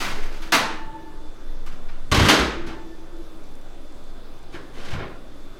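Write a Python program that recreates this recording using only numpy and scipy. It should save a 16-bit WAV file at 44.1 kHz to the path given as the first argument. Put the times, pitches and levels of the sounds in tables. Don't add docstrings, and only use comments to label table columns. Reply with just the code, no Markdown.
import sys
import numpy as np
from scipy import signal
from scipy.io import wavfile

SR = 44100
rng = np.random.default_rng(int(sys.argv[2]) if len(sys.argv) > 2 else 0)


def volts_from_db(level):
    exponent = np.asarray(level, float) / 20
    return 10 ** exponent


def wav_out(sig):
    wavfile.write(sys.argv[1], SR, np.round(np.clip(np.atleast_2d(sig).T, -1, 1) * 32767).astype(np.int16))


N = 246553


def rms_one(x):
    return x / np.sqrt(np.mean(x ** 2) + 1e-20)


def at_hz(points, hz):
    table_hz, values = np.transpose(points)
    return np.interp(np.log(hz), np.log(table_hz), values)


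def passed(x, hz, kind, order=2):
    return signal.sosfilt(signal.butter(order, hz, kind, fs=SR, output="sos"), x)


def drift(rate):
    hold = 40
    r = np.exp(-2 * np.pi * rate * hold / SR)
    white = rng.standard_normal(N // hold + 2002)
    slow = rms_one(signal.lfilter([1], [1, -2 * r, r * r], white)[2000:])
    return np.interp(np.arange(N) / hold, np.arange(len(slow)), slow)


def ring(clicks, hz, t60):
    r, w = volts_from_db(-60 / (t60 * SR)), 2 * np.pi * hz / SR
    return signal.lfilter([0, np.sin(w)], [1, -2 * r * np.cos(w), r * r], clicks + 1e-18)


def clicks_at(events):
    clicks = np.zeros(N)
    for s, level_db in events:
        clicks[round(s * SR)] = volts_from_db(level_db)
    return clicks


def banded(size, spectrum, shape):
    edges = 40 * 2 ** (np.arange(27) / 3)
    white = rng.standard_normal((2, *size))
    out = np.zeros(size)
    for k, (low, high) in enumerate(zip(edges, edges[1:])):
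        hz = np.sqrt(low * high)
        if spectrum[0][0] < high and low < spectrum[-1][0]:
            band = passed(white[k % 2], [low, high], "band")
            out += volts_from_db(at_hz(spectrum, hz)) * shape(hz) * band
    return out


def room_hiss():
    # frequency in Hz, density in dB per Hz.
    hiss_spectrum = [(150, -32), (250, 1.5), (400, -3), (640, -5), (890, -11.5), (1330, -10.5),
                     (1800, -18.5), (2900, -22), (3600, -20.5), (5500, -25.5), (8000, -30.5),
                     (13400, -35.5), (16000, -41)]
    return volts_from_db(-48) * rms_one(banded((N,), hiss_spectrum, lambda hz: volts_from_db(1.5 * drift(4.9))))


def floor_shake():
    # time of the peak in seconds, level in dB.
    shakes = [
        (0.0, -38),
        (.81, -52),
        (1.7, -53),
        (2.32, -22),
        (4.95, -41),
    ]
    swell_db_per_s, settle_db_per_s, steady_db = 140, 75, -54
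    t = np.arange(N) / SR
    gain = volts_from_db(steady_db)
    for s, db in shakes:
        fall_db = np.maximum(swell_db_per_s * (s - t), settle_db_per_s * (t - s))
        gain = gain + volts_from_db(db - fall_db)
    return gain


def house_rumble():
    # frequency in Hz, density in dB per Hz.
    hum_spectrum = [(40, -2), (55, 0), (80, -16), (100, -17), (120, 3), (160, -3), (220, -5.5), (300, -12),
                    (500, -30)]
    return floor_shake() * rms_one(banded((N,), hum_spectrum, lambda hz: volts_from_db(1.161 * drift(2.6))))


def appliance_whine():
    hz = 3510 + 9.0 * drift(28)
    return volts_from_db(-63.5 + 1.6 * drift(4)) * np.sin(2 * np.pi * np.cumsum(hz) / SR)


def air_pressure():
    # time in seconds, level in dB.
    air_curve = [(0.0, -28), (0.26, -19), (0.53, -32), (0.9, -28), (0.93, -39), (1.29, -22), (1.35, -32),
                 (1.71, -19), (2.52, -37), (2.58, -20), (2.75, -29), (4.73, -32), (4.9, -24), (5.09, -35),
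                 (5.51, -30), (5.59, -42)]
    swing_hz = 12.0 + 2.2 * drift(2.956)
    swings = np.sin(2 * np.pi * np.cumsum(swing_hz) / SR) * volts_from_db(2.2 * drift(5))
    flutter = passed(rng.standard_normal(N + SR), [18.0, 45.0], "band")[SR:]
    swing_db = np.interp(np.arange(N) / SR, *np.transpose(air_curve))
    return volts_from_db(swing_db) * rms_one(swings) + volts_from_db(-47.0) * rms_one(flutter)


def grains(per_s, spread_db):
    size_db = spread_db * np.minimum(rng.exponential(1, N), 5)
    sizes = volts_from_db(size_db) * rng.choice([-1, 1], N)
    return rms_one(sizes * (rng.random(N) < per_s / SR))


def sliding(strokes):
    edge_s = .045
    t = np.arange(N) / SR
    pressure = np.zeros(N)
    for s, length, start_db, end_db in strokes:
        fade = np.clip(np.minimum(t - s, s + length - t) / edge_s, 0, 1)
        pressure += fade * volts_from_db(np.interp(t, [s, s + length], [start_db, end_db]))
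    return grains(per_s=3000, spread_db=4.0) * pressure * volts_from_db(-17.5 + 2.0 * drift(21))


def contacts(blows, strokes, law):
    rattle_s, rattle_s_per_db, lows_db, lows_per_level, lows_per_hardness, padded_top_hz = law
    low_edge_hz, high_edge_hz = 700, 3500
    rattle = grains(per_s=2500, spread_db=1.5)
    low, mid, high, padded = np.zeros((4, N))
    for s, level_db, high_db in blows:
        start = round(s * SR)
        since = np.arange(start, start + SR // 3) / SR - s
        length = rattle_s + rattle_s_per_db * (level_db + 20)
        low_db = lows_db + lows_per_level * (level_db + 20) + lows_per_hardness * high_db
        burst = rattle[start:][:len(since)] * np.exp(-since / length) * volts_from_db(level_db - 22.0)
        burst *= 1 - np.exp(-since / 0.0017)
        burst[:4] += volts_from_db(level_db - 10.0) * np.array([1, -1, -1, 1])
        if high_db > -25:
            parts = (low, low_db + 7.5), (mid, 0), (high, high_db + 9.0)
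        else:
            parts = ((padded, -3.0),)
        for part, db in parts:
            part[start:][:len(since)] += burst * volts_from_db(db)
    rub = sliding(strokes)
    low, mid, high = low + rub * volts_from_db(1.5), mid + rub, high + rub * volts_from_db(-1.5)
    low = passed(low, 2 * low_edge_hz, "low")
    upper = high + passed(mid - high, high_edge_hz, "low")
    bare = low + passed(upper - low, low_edge_hz, "high")
    return bare, passed(padded, [330, padded_top_hz], "band")


def shell(forces, colour, count=5):
    # frequency in Hz, t60 in seconds.
    ring_out = [(150, 0.55), (500, 0.54), (1500, .55), (4000, 0.44), (8000, 0.39), (16000, 0.11)]
    t = np.arange(SR * 3 // 4) / SR
    early = 1 + 2.47 * np.exp(-t / 0.0054)
    answers = banded((count, len(t)), colour, lambda hz: volts_from_db(-60 * t / at_hz(ring_out, hz)) * early)
    answers /= np.max(np.abs(answers))
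    bare, padded = forces
    spot = rng.integers(0, count, N)
    touched = bare * (spot == np.arange(count)[:, None])
    touched[0] += padded
    return signal.oaconvolve(touched, answers, axes=1).sum(axis=0)[:N]


def rack(modes, strikes):
    clicks = clicks_at(strikes)
    return sum(volts_from_db(mode_db + 5.2 * drift(7.9)) * ring(clicks, hz, t60) for hz, mode_db, t60 in modes)


def pan():
    # start in seconds, peak in dB, hardness as highs in relative dB.
    blows = [(0.003, -15, -14), (0.02, -15, -16), (0.042, -18, -14), (0.074, -19.5, -14),
             (0.099, -24.5, -12), (0.163, -31.5, -19), (0.257, -35, -8), (0.419, -32.5, -2),
             (0.46, -29, -22), (0.521, -9, -2.5), (0.534, -10.5, -7.5), (0.545, -4, -14.5),
             (0.576, -12, -13), (1.662, -29, -10), (1.718, -38, -8), (1.883, -27, -38)]
    # start in seconds, length in seconds, start level in dB, end level in dB.
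    strokes = [
        (-.05, .27, -19, -42),
        (.18, .25, -39, -45),
        (.39, .12, -43, -41),
    ]
    # frequency in Hz, density in dB per Hz.
    steel = [(100, -6.5), (200, 2), (400, -2), (800, 2), (1300, 4), (2000, -2), (3600, -4.5), (5500, -8.5),
             (8000, -19.5), (11000, -19.5), (15500, -23.5), (17000, -50)]
    # frequency in Hz, level in dB, t60 in seconds.
    modes = [(307, -40.5, 2.6), (318, -47, 2.5), (334, -36, 2.44), (881, -35, 1.9), (897, -34, 1.8),
             (1263, -27, 0.39), (1740, -43, 1.6), (1780, -43, 1.4), (1970, -32.5, .4), (2864, -51.5, 1.57),
             (2912, -48, 1.15), (3770, -43, .45), (4170, -42, 0.55)]
    # start in seconds, level in dB.
    strikes = [
        (0.004, -18),
        (0.525, -1.5),
        (0.548, -9),
    ]
    law = (.017, .0003, -11.0, -.7, -.15, 4000.0)
    return shell(contacts(blows, strokes, law), steel) + rack(modes, strikes)


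def grate():
    # frequency in Hz, level in dB, t60 in seconds.
    modes = [(324.37, -34, 3.9), (331, -39.5, 3.4), (342, -36.5, 2.9), (418, -31.5, 1.08), (880, -44, 2.5),
             (910, -47, 2.1), (1440, -41, .6), (1766, -42.5, 2.56), (1770, -52, 2.3), (2086.4, -44, 1.5),
             (2290.3, -42, .7)]
    # start in seconds, level in dB.
    strikes = [
        (0.004, -16),
        (0.164, -13),
        (2.117, -4),
        (2.286, -8),
        (2.31, -5.5),
        (4.54, -20),
    ]
    return rack(modes, strikes)


def door_shell():
    # start in seconds, peak in dB, hardness as highs in relative dB.
    blows = [(2.115, -13.5, -3), (2.142, -15, -2), (2.163, -12.5, -16), (2.189, -7, -10.5),
             (2.219, -8.5, -15), (2.248, -6.5, -12.5), (2.285, -1.5, -3), (2.308, -9.5, -7.5),
             (2.334, -13.5, -7), (2.388, -12, -8), (2.664, -24, -12), (2.69, -24, -30), (4.523, -35, -14),
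             (4.537, -28, -18), (4.541, -25, -30), (4.78, -32, -30), (4.849, -36, -4), (4.907, -29, -10),
             (4.929, -28, -14), (4.912, -27, -30), (4.934, -24, -30), (4.96, -30, -30), (4.988, -20, -40),
             (5.015, -27, -38), (5.059, -32, -32)]
    # start in seconds, length in seconds, start level in dB, end level in dB.
    strokes = [
        (4.71, .2, -44, -42),
        (4.87, .15, -41, -50),
    ]
    # frequency in Hz, density in dB per Hz.
    steel = [(100, -12), (200, 9.5), (400, 8.5), (800, 0), (1300, 3.5), (2000, -1), (3600, -3.5),
             (5500, -9.5), (8000, -21.5), (11000, -23), (15500, -35), (17000, -55)]
    law = (.022, .0006, -12.0, -.7, -.25, 2200.0)
    return shell(contacts(blows, strokes, law), steel)


def door_panel():
    # frequency in Hz, level in dB, t60 in seconds.
    modes = [(51.423, -6, 0.9), (64.4, 3.5, 0.23), (90, -1.5, 0.15), (116.3, -1, 0.39), (141.3, -12, 0.4),
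             (191.4, -5, 0.37), (241, -4, 0.27)]
    # start in seconds, first bump in dB, duration in seconds,
    # gap between bumps in seconds, loss in dB a bump.
    judders = [
        (2.116, -13, .06, .019, -.5),
        (2.178, -8, .08, .0172, -.3),
        (2.393, -16, .05, .0085, 2.5),
        (2.669, -33.5, .001, .02, 3.0),
        (4.539, -41, .001, .02, 3.0),
        (4.929, -23, .09, .017, 3.0),
    ]
    push = np.hanning(round(.0052 * SR))
    force = np.zeros(N)
    for s, level_db, lasts, gap, loss_db in judders:
        for k in range(1 + int(lasts / gap)):
            scatter_db = 2.5 * rng.standard_normal() * (k > 0)
            bump_db = level_db - loss_db * k + scatter_db
            bump = (-1) ** k * volts_from_db(bump_db - 3.0) * push / push.sum()
            force[round((s + gap * k) * SR):][:len(push)] += bump
    body = sum(volts_from_db(mode_db) * ring(force, hz, t60) for hz, mode_db, t60 in modes)
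    return passed(body, 62.0, "high")


def ticks():
    # start in seconds, peak in dB.
    settling = [(2.9624, -59), (3.1677, -54.5), (3.3741, -57), (3.4394, -54), (3.554, -50.5), (3.6137, -53),
                (3.924, -53), (4.0394, -54), (4.3904, -54), (4.4294, -53)]
    clicks = volts_from_db(-2.0) * clicks_at(settling)
    return sum(ring(clicks, hz, 0.01577) for hz in (5900., 7300., 8800.))


def latch():
    push = np.zeros(N)
    push[round(4.543 * SR):][:40] = volts_from_db(-29) * np.hanning(40) / 20
    return ring(push, hz=345, t60=.09)


def scene():
    background = room_hiss() + house_rumble() + appliance_whine() + air_pressure()
    oven_door = door_shell() + door_panel() + latch()
    return (background + pan() + grate() + oven_door + ticks())[None]


def band_limit(x):
    return signal.sosfilt(signal.butter(12, 16550, fs=SR, output="sos"), x)


def record(dry):
    recovered_db = 40.0 * np.arange(N) / SR
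    over_db = np.maximum(20 * np.log10(np.abs(dry[0]) + 1e-9) + 8.78, 0)
    held_db = np.maximum(np.maximum.accumulate(over_db + recovered_db) - recovered_db, 0)
    r = np.exp(-1 / (0.012 * SR))
    ducked = dry * volts_from_db(-.6 * signal.lfilter([1 - r], [1, -r], held_db))
    rounded = passed(0.92 * np.tanh(ducked / 0.89), 16000.0, "low", order=8)
    return band_limit(rounded)


dry = scene()
out = record(dry)
wav_out(out)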